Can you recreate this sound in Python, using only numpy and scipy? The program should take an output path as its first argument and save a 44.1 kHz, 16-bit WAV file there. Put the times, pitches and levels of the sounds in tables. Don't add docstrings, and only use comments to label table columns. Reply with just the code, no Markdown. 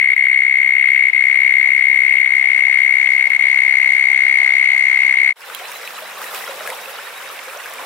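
import sys
import numpy as np
from scipy import signal
from scipy.fft import rfft, irfft, next_fast_len
from scipy.io import wavfile
from scipy.ndimage import uniform_filter1d, minimum_filter1d

SR = 44100
rng = np.random.default_rng(int(sys.argv[2]) if len(sys.argv) > 2 else 0)


def generate_wav(sig):
    pcm = np.round(np.clip(np.atleast_2d(sig).T, -1, 1) * 32767).astype(np.int16)
    wavfile.write(sys.argv[1], SR, pcm)


N = 346185
TIME = np.arange(N) / SR
PADDOCK_END_S, CREEK_START_S = 5.332, 5.355
CUTOFF_HZ = 15750

# middle in seconds, pitch in Hz, length in seconds, level in dB.
HUMS = [(1.521, 250, 0.23, -60), (6.37, 201.6, 1.5, -59.5), (7.814, 255, 0.15, -53)]
# start in seconds, peak in dB, centre in Hz, left minus right in dB.
BURROW_TICKS = [(1.268, -38, 7400, 1), (3.299, -33, 8700, 1.5), (3.392, -33, 6000, 3),
                (4.781, -25, 6500, -5)]
# frequency in Hz, relative density in dB per Hz.
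FIELD_SPECTRUM = [(30, -49), (80, -19.5), (160, -19), (260, -8), (400, -13.5), (750, 2.5), (1100, -0.5),
                  (2000, 3), (3200, -4.5), (4500, -11.5), (6000, -14.5), (10000, -31.5), (16000, -33.5)]
# time in seconds, rms level in dB.
FIELD_LEVEL = [(0, -47.5), (.7, -44.5), (1.3, -41), (3.8, -37), (5.3, -36.5)]
# frequency in Hz, left-right likeness (0 to 1).
FIELD_STEREO = [(60, .5), (150, 1), (640, 0.73), (1400, 0.04), (3000, 0), (7000, 0)]

PIPING_START_S, PIPING_GAP_S, PIPING_SLOWING_S = 5.456, .0998, .001
PIPING_REST_HZ, PIPING_FALL_HZ, PIPING_SETTLE_S = 3740, 319, 0.98

# frequency in Hz, relative density in dB per Hz.
CREEK_SPECTRUM = [(24, -67), (40, -47), (167, -25), (194, -25), (283, -22), (529, -9), (697, -6.5),
                  (1340, 1.5), (1950, 1), (2840, -1.5), (3830, -12.5), (4340, -19), (8770, -20),
                  (12500, -17), (16000, -39)]
# frequency in Hz, left-right likeness (0 to 1).
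CREEK_STEREO = [(60, 0.91), (130, 0.93), (290, 0.82), (640, 0.86), (1410, 0.74), (3100, 0.26), (6820, 0.1),
                (15000, 0.21)]
# start in seconds, slap level in dB, pitch in Hz, left minus right in dB,
# relative level of the droplets in dB.
SLAPS = [(5.4994, -22, 1450, 5, -26), (5.5481, -21.5, 3140, -12, -1.5), (5.5972, -22, 2160, -1, -26),
         (5.7168, -24.5, 1500, -1, -1.5), (5.8757, -20, 2440, -1, -13), (6.2165, -19.5, 1230, 1, -11),
         (6.241, -19, 1790, -4, -11), (6.347, -16.5, 2320, -2, -6.5), (6.675, -14, 1610, 4.5, -7.5),
         (6.7016, -17.5, 1860, -1, -5.5), (7.391, -18, 2100, -6, -23), (7.658, -20.5, 1590, -.5, -9),
         (7.7367, -26.5, 1820, 0, -2)]
# start in seconds, level in dB, pitch in Hz, pitch rise in octaves per second.
AIR_POCKETS = [(5.612, -26, 720, 5.5), (5.69, -25.5, 960, 1), (5.978, -23, 1215, 13.5),
               (6.02, -26.5, 619, 1), (6.172, -27, 1120, 9), (6.213, -30, 837, 2), (6.336, -22.5, 1270, -4),
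               (6.475, -21, 1360, 5), (6.493, -22.5, 533, 0.5), (6.604, -25, 607, 3.5),
               (6.653, -23.5, 1310, 2.5), (6.692, -28, 506, 2), (6.721, -22.5, 831, 21.5),
               (6.875, -28, 535, 1), (6.987, -24.5, 1290, 30.5), (7.3, -24.5, 1254, 8),
               (7.474, -26.5, 510, 4), (7.561, -29, 520, 27.5), (7.793, -23, 977, 7)]
# crest in seconds, extra gurgle in dB, extra spray in dB.
WAVES = [(5.71, 0, 3), (6.23, 4.5, 5.5), (6.36, 5, 7.5), (6.51, 3.5, 1), (6.60, 3, 1), (6.69, 5, 3.5),
         (7.25, 2.5, 1), (7.83, 7, 1)]
GURGLE_DB, RUSH_DB, SPRAY_DB = -41.5, -34.5, -40
SURGE_ATTACK_S, SURGE_RELEASE_S = 0.036, 0.089
RUSH_SHARE = 0.19
GULP_T60_S, GULP_SIZE_LAW = 0.069, 0.77
BLOOP_RISE_OCT_PER_S = 36

# time in seconds, level change in dB,
# seconds by which the beat falls behind.
STROKE_SLIPS = [(.150, -36, 0), (1.103, -3, 0.0002), (1.119, -32, 0.0046), (2.295, -4.5, 0.00063),
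                (3.288, -46, 0.0028), (3.381, -43, 0.0011), (5.159, -5, 0.0011)]
# multiple of the pitch, left level in dB, right level in dB, right phase lag in rad,
# centre within the stroke (-1 to 1), width on the same scale.
WING_OVERTONES = [(2, -31.5, -30.5, 2.5, -0.25, 0.2), (2, -31.5, -29, 3.0, .55, 0.11),
                  (3, -42, -39.5, 4, 0.00053, 0.67), (4, -38, -40, 0.8, 0.17, 0.45),
                  (5, -45.5, -60, -8.5, 0.58, 0.25), (6, -51.5, -65, -3, -.4, 0.29),
                  (7, -50, -62, 0.2, 0, .45)]
# frequency in Hz, relative density in dB per Hz.
RASP_SPECTRUM = [(1000, -34), (1450, -6), (1800, 5), (2600, 6.5), (3400, -8.5), (4100, -7.5), (4800, -24),
                 (7600, -30.5), (9200, -16), (10400, -21), (11500, -34), (12600, -19.5), (15000, -22.5),
                 (16000, -33)]
# time in seconds, level relative to the left in dB.
RIGHT_TONE = [(0.4, -8), (1.2, -10.5), (2.7, -11.5), (4.8, -9)]
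# time in seconds, gain in dB.
RIGHT_TREBLE = [(0, -6), (.55, -7), (1.15, -6.5), (2, -2.5), (3, 1), (4.8, 4.5), (5.3, 2.5)]
STROKES_PER_S = 66.32
CATCH_UP_S = .65
TRILL_DB = -1.0


def from_db(db):
    return 10 ** (np.asarray(db) / 20)


def rms_one(x):
    return x / np.sqrt(np.mean(x ** 2) + 1e-20)


def in_time(rows):
    seconds, values = np.transpose(rows)
    return np.interp(TIME, seconds, values)


def at_hz(rows, hz):
    points_hz, values = np.transpose(rows)
    return np.interp(np.log(hz), np.log(points_hz), values)


def drift(corner_hz):
    step = 40
    r = np.exp(-2 * np.pi * corner_hz * step / SR)
    white = rng.standard_normal(N // step + 2002)
    slow = signal.lfilter([1], [1, -2 * r, r * r], white)[2000:]
    return np.interp(np.arange(N) / step, np.arange(len(slow)), rms_one(slow))


def band(x, low_hz, high_hz):
    sos = signal.butter(2, [low_hz, min(high_hz, .49 * SR)], "band", fs=SR, output="sos")
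    return signal.sosfilt(sos, x)


def coloured(x, spectrum):
    size = next_fast_len(N)
    gain = from_db(at_hz(spectrum, np.fft.rfftfreq(size, 1 / SR) + 1))
    return rms_one(irfft(rfft(x, size) * gain, size)[..., :N])


def panned(left_minus_right_db):
    return from_db(np.array([[.5], [-.5]]) * left_minus_right_db)


def add(out, start_s, sound):
    i = max(int(start_s * SR), 0)
    out[:, i:i + sound.shape[-1]] += sound[..., :max(N - i, 0)]


def water_noise(spectrum, likeness, patchy_db, flicker_hz):
    out, edges_hz = 0, 30 * 2 ** np.arange(0, 9.6, .5)
    white = rng.standard_normal((2, 2, N))
    for k, (low_hz, high_hz) in enumerate(zip(edges_hz, edges_hz[1:])):
        mid, side = band(white[k % 2], low_hz, high_hz)
        centre_hz = np.sqrt(low_hz * high_hz)
        alike = np.clip(at_hz(likeness, centre_hz), -1, 1)
        stereo = np.sqrt(1 + alike) * mid + np.sqrt(1 - alike) * side * [[1], [-1]]
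        out = out + from_db(at_hz(spectrum, centre_hz) + patchy_db * drift(flicker_hz)) * stereo
    return rms_one(out)


def bubble(hz, t60_s, rise_oct_per_s):
    age_s = TIME[:int(t60_s * SR) + 2]
    phase = 2 * np.pi * np.cumsum(hz * 2 ** (rise_oct_per_s * age_s)) / SR
    return np.sin(phase) * np.exp(-np.log(1000) * age_s / t60_s) * (1 - np.exp(-age_s * hz))


def hum():
    out = np.zeros((2, N))
    for middle_s, hz, length_s, db in HUMS:
        t = TIME[:int(length_s * SR)]
        swell = np.sin(np.pi * t / length_s) ** 0.68
        add(out, middle_s - length_s / 2, from_db(db) * swell * np.sin(2 * np.pi * hz * t))
    return out


def distant_water():
    noise = water_noise(FIELD_SPECTRUM, FIELD_STEREO, patchy_db=2.0, flicker_hz=14)
    return from_db(in_time(FIELD_LEVEL)) * noise


def far_chorus(level_db=-35):
    blur = band(band(rng.standard_normal((2, N)), 1900, 2220), 2200, 3100)
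    return from_db(level_db) * rms_one(blur) * panned(2.7)


def ticks(decay_s=0.0014):
    out, t = np.zeros((2, N)), TIME[:SR // 40]
    for start_s, db, hz, pan_db in BURROW_TICKS:
        click = band(rng.standard_normal(len(t)) * np.exp(-t / decay_s), hz * 0.47, hz * 1.5)
        add(out, start_s, from_db(db) * panned(pan_db) * click / abs(click).max())
    return out


def bird(note_s=0.072, glide_hz=90, level_db=-39.5, uneven_db=1.5, waver_hz=35, count=18):
    out, place, middle_s = np.zeros((2, N)), np.linspace(-.5, .5, int(note_s * SR)), PIPING_START_S
    waver = waver_hz * drift(53)
    for k, chance in enumerate(rng.standard_normal(count)):
        note_hz = PIPING_REST_HZ + PIPING_FALL_HZ * np.exp(-(middle_s - PIPING_START_S) / PIPING_SETTLE_S)
        hz = note_hz + glide_hz * place + waver[int(middle_s * SR):][:len(place)]
        whistle = np.cos(np.pi * place) ** 2 * np.sin(2 * np.pi * np.cumsum(hz) / SR)
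        add(out, middle_s - note_s / 2, from_db(level_db + uneven_db * chance) * whistle)
        middle_s += PIPING_GAP_S + PIPING_SLOWING_S * k
    return out


def bubbles(per_s=950, low_hz=380, high_hz=6000, ring_cycles=36, size_db=3.0, spread_db=16.0,
            rise_oct_per_s=14):
    out, duration_s = np.zeros((2, N)), TIME[-1] - CREEK_START_S
    for when, pitch, size, life, side, depth in rng.random((int(per_s * duration_s), 6)):
        hz = low_hz * (high_hz / low_hz) ** pitch
        gain = from_db(size_db * min(-np.log(1 - size), 4.0)) * hz / low_hz
        ring = bubble(hz, ring_cycles * (.5 + life) / hz, rise_oct_per_s * depth ** 2)
        add(out, CREEK_START_S + when * duration_s, gain * panned(spread_db * (2 * side - 1)) * ring)
    return coloured(out, CREEK_SPECTRUM) * np.sqrt(duration_s / TIME[-1])


def splashes(droplets_db=5.0, slap_decay_s=0.0012, droplets_decay_s=0.002, ring_db=-6.0):
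    out, t = np.zeros((2, N)), TIME[:SR // 20]
    for start_s, db, hz, pan_db, bright_db in SLAPS:
        burst = rng.standard_normal((2, len(t))) * np.exp(-t / [[slap_decay_s], [droplets_decay_s]])
        slap = band(burst[0], hz * 0.81, hz * 1.3)
        droplets = band(burst[1], 7200, 15400)
        sound = slap / abs(slap).max() + from_db(droplets_db + bright_db) * droplets / abs(droplets).max()
        add(out, start_s, from_db(db) * panned(pan_db) * sound)
        ring = bubble(hz, t60_s=0.04, rise_oct_per_s=9.6)
        add(out, start_s, from_db(db + ring_db) * panned(pan_db) * ring)
    return out


def gulps():
    out = np.zeros((2, N))
    for start_s, db, hz, rise in AIR_POCKETS:
        t60_s = GULP_T60_S * (hz / 1000) ** -GULP_SIZE_LAW * (1 + (rise / BLOOP_RISE_OCT_PER_S) ** 2)
        add(out, start_s, from_db(db) * band(bubble(hz, t60_s, rise), hz * 0.5, hz * 2.0))
    return out


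def surges():
    deep_db, fine_db = 0, 0
    for crest_s, gurgle_db, spray_db in WAVES:
        since_s = TIME - crest_s
        wave = np.exp(-np.where(since_s < 0, (since_s / SURGE_ATTACK_S) ** 2, since_s / SURGE_RELEASE_S))
        deep_db, fine_db = deep_db + gurgle_db * wave, fine_db + spray_db * wave
    return GURGLE_DB + deep_db, RUSH_DB + RUSH_SHARE * (deep_db + fine_db), SPRAY_DB + fine_db


def creek(bubbles_db=-2.5, fizz_db=1.5):
    water = water_noise(CREEK_SPECTRUM, CREEK_STEREO, patchy_db=1.5, flicker_hz=24.0)
    water = water + from_db(bubbles_db) * bubbles()
    below_900, below_4500 = [signal.sosfiltfilt(signal.butter(4, hz, fs=SR, output="sos"), water)
                             for hz in (900, 4500)]
    gurgle = below_900 + 0.43 * band(below_900, 387, 627)
    rush = below_4500 - below_900
    spray = (water - below_4500) * from_db(fizz_db * drift(500))
    registers = (gurgle * panned(-.5), rush * panned(-1.2), spray * panned(1.0))
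    at_creek = TIME > CREEK_START_S
    flow = sum(from_db(db) * x / x[:, at_creek].std() for x, db in zip(registers, surges()))
    return splashes() + gulps() + flow


def trees(x, t60_s=0.15, wet_db=-24.5):
    t = TIME[:SR // 2]
    tail = band(rng.standard_normal((2, len(t))), 500, 5300)
    tail = tail * np.exp(-np.log(1000) * t / t60_s) * (t > .004)
    tail /= np.sqrt(np.sum(tail ** 2, axis=1, keepdims=True))
    return from_db([[wet_db], [wet_db - 8]]) * signal.fftconvolve(x[:1], tail, axes=1)[:, :N]


def wing_strokes(jitter_s=0.00036, uneven_db=0.07):
    beat_s = np.arange(0, PADDOCK_END_S, 1 / STROKES_PER_S)
    chance = rng.standard_normal((len(beat_s), 2))
    middles_s = beat_s + jitter_s * chance[:, 0]
    level_db = -uneven_db * abs(chance[:, 1]) ** 1.6
    for when_s, db, delay_s in STROKE_SLIPS:
        slip = np.argmin(abs(beat_s - when_s))
        level_db[slip] += db
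        middles_s[slip:] += delay_s * np.exp(-(beat_s[slip:] - beat_s[slip]) / CATCH_UP_S)
    number = np.searchsorted((middles_s[1:] + middles_s[:-1]) / 2, TIME)
    return TIME - middles_s[number], from_db(level_db)[number], number


def mole_cricket(pitch_hz=2172, sag_hz=110, stroke_s=.0094, right_lag_rad=1.26, rasp_db=-28.0,
                 catch_db=2.0, scratch_db=5.0, bite_spread=0.11, effort_db=.35, overtone_spread_db=1.5,
                 rasp_treble_share=0.71, slip_rasp=.4, length_spread=0.056):
    age_s, strength, number = wing_strokes()
    strokes = number[-1] + 1
    length, detune, scratch, start, lean, late = rng.standard_normal((strokes, 6))[number].T
    place = age_s / (.5 * stroke_s * (1 + length_spread * np.clip(length, -2, 2)))
    inside = np.clip(place, -1, 1)
    bite = np.minimum(-.97 + bite_spread * late ** 2, -.25)
    swell = np.cos(np.pi / 2 * inside).clip(0) * (1 + .04 * drift(350))
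    swell = swell * (.5 + .5 * np.tanh((place - bite) / 0.099))

    sag = sag_hz * np.minimum(((place - .1) / .66) ** 2, 1.4)
    hz = pitch_hz + 11 * detune + 18 * lean * inside - sag + 20 * drift(387)
    phase = 2 * np.pi * np.cumsum(hz) / SR + 2 * np.pi * start
    level_db = TRILL_DB + effort_db * drift(2.5)
    right_gain = from_db(in_time(RIGHT_TONE))
    tone = swell * np.array([np.sin(phase), right_gain * np.sin(phase - right_lag_rad)])

    treble = np.array([np.ones(N), from_db(in_time(RIGHT_TREBLE))])
    for multiple, left_db, right_db, lag_rad, centre, width in WING_OVERTONES:
        partial = round(multiple) * phase + 0.43 * drift(270)
        uneven = from_db(overtone_spread_db * rng.standard_normal(strokes))[number]
        pair = np.array([from_db(left_db) * np.sin(partial), from_db(right_db) * np.sin(partial - lag_rad)])
        tone += treble * uneven * np.exp(-((place - centre) / width) ** 2) * pair

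    direct, scattered = coloured(rng.standard_normal((2, N)), RASP_SPECTRUM)
    lag_s = right_lag_rad / (2 * np.pi * pitch_hz)
    delayed = np.interp(TIME - lag_s, TIME, direct)
    grit = np.array([direct, from_db(-5.0) * delayed + from_db(-12.5) * scattered])
    catch = from_db(catch_db + scratch_db * np.clip(scratch, -2, 2)) * np.exp(-((place - bite) / 0.18) ** 2)
    click = (band(grit, 830, 4500) + .3 * grit) * catch
    drag = grit * (0.5 + 0.45 * np.sqrt(swell.clip(0)))
    rasp = from_db(rasp_db) * treble ** rasp_treble_share * (drag + click)
    return from_db(level_db) * (strength * tone + np.maximum(strength, slip_rasp) * rasp)


def paddock():
    cricket = mole_cricket()
    return cricket + trees(cricket) + far_chorus() + distant_water() + ticks()


def scene(fade_out_s=.031, fade_in_s=0.19, fade_curve=0.67):
    in_paddock = np.clip((PADDOCK_END_S - TIME) / fade_out_s, 0, 1)
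    at_creek = np.clip((TIME - CREEK_START_S) / fade_in_s, .004, 1) ** fade_curve
    at_creek = at_creek * (TIME > PADDOCK_END_S)
    return in_paddock * paddock() + at_creek * (creek() + bird()) + hum()


def record(dry, knee=12):
    peak = -minimum_filter1d(-abs(dry).max(axis=0), size=SR // 200)
    gain = (1 + peak ** knee) ** (-1 / knee)
    limited = dry * uniform_filter1d(gain, size=SR // 300)
    return signal.sosfilt(signal.ellip(12, .1, 90, CUTOFF_HZ, fs=SR, output="sos"), limited)


dry = scene()
out = record(dry)
generate_wav(out)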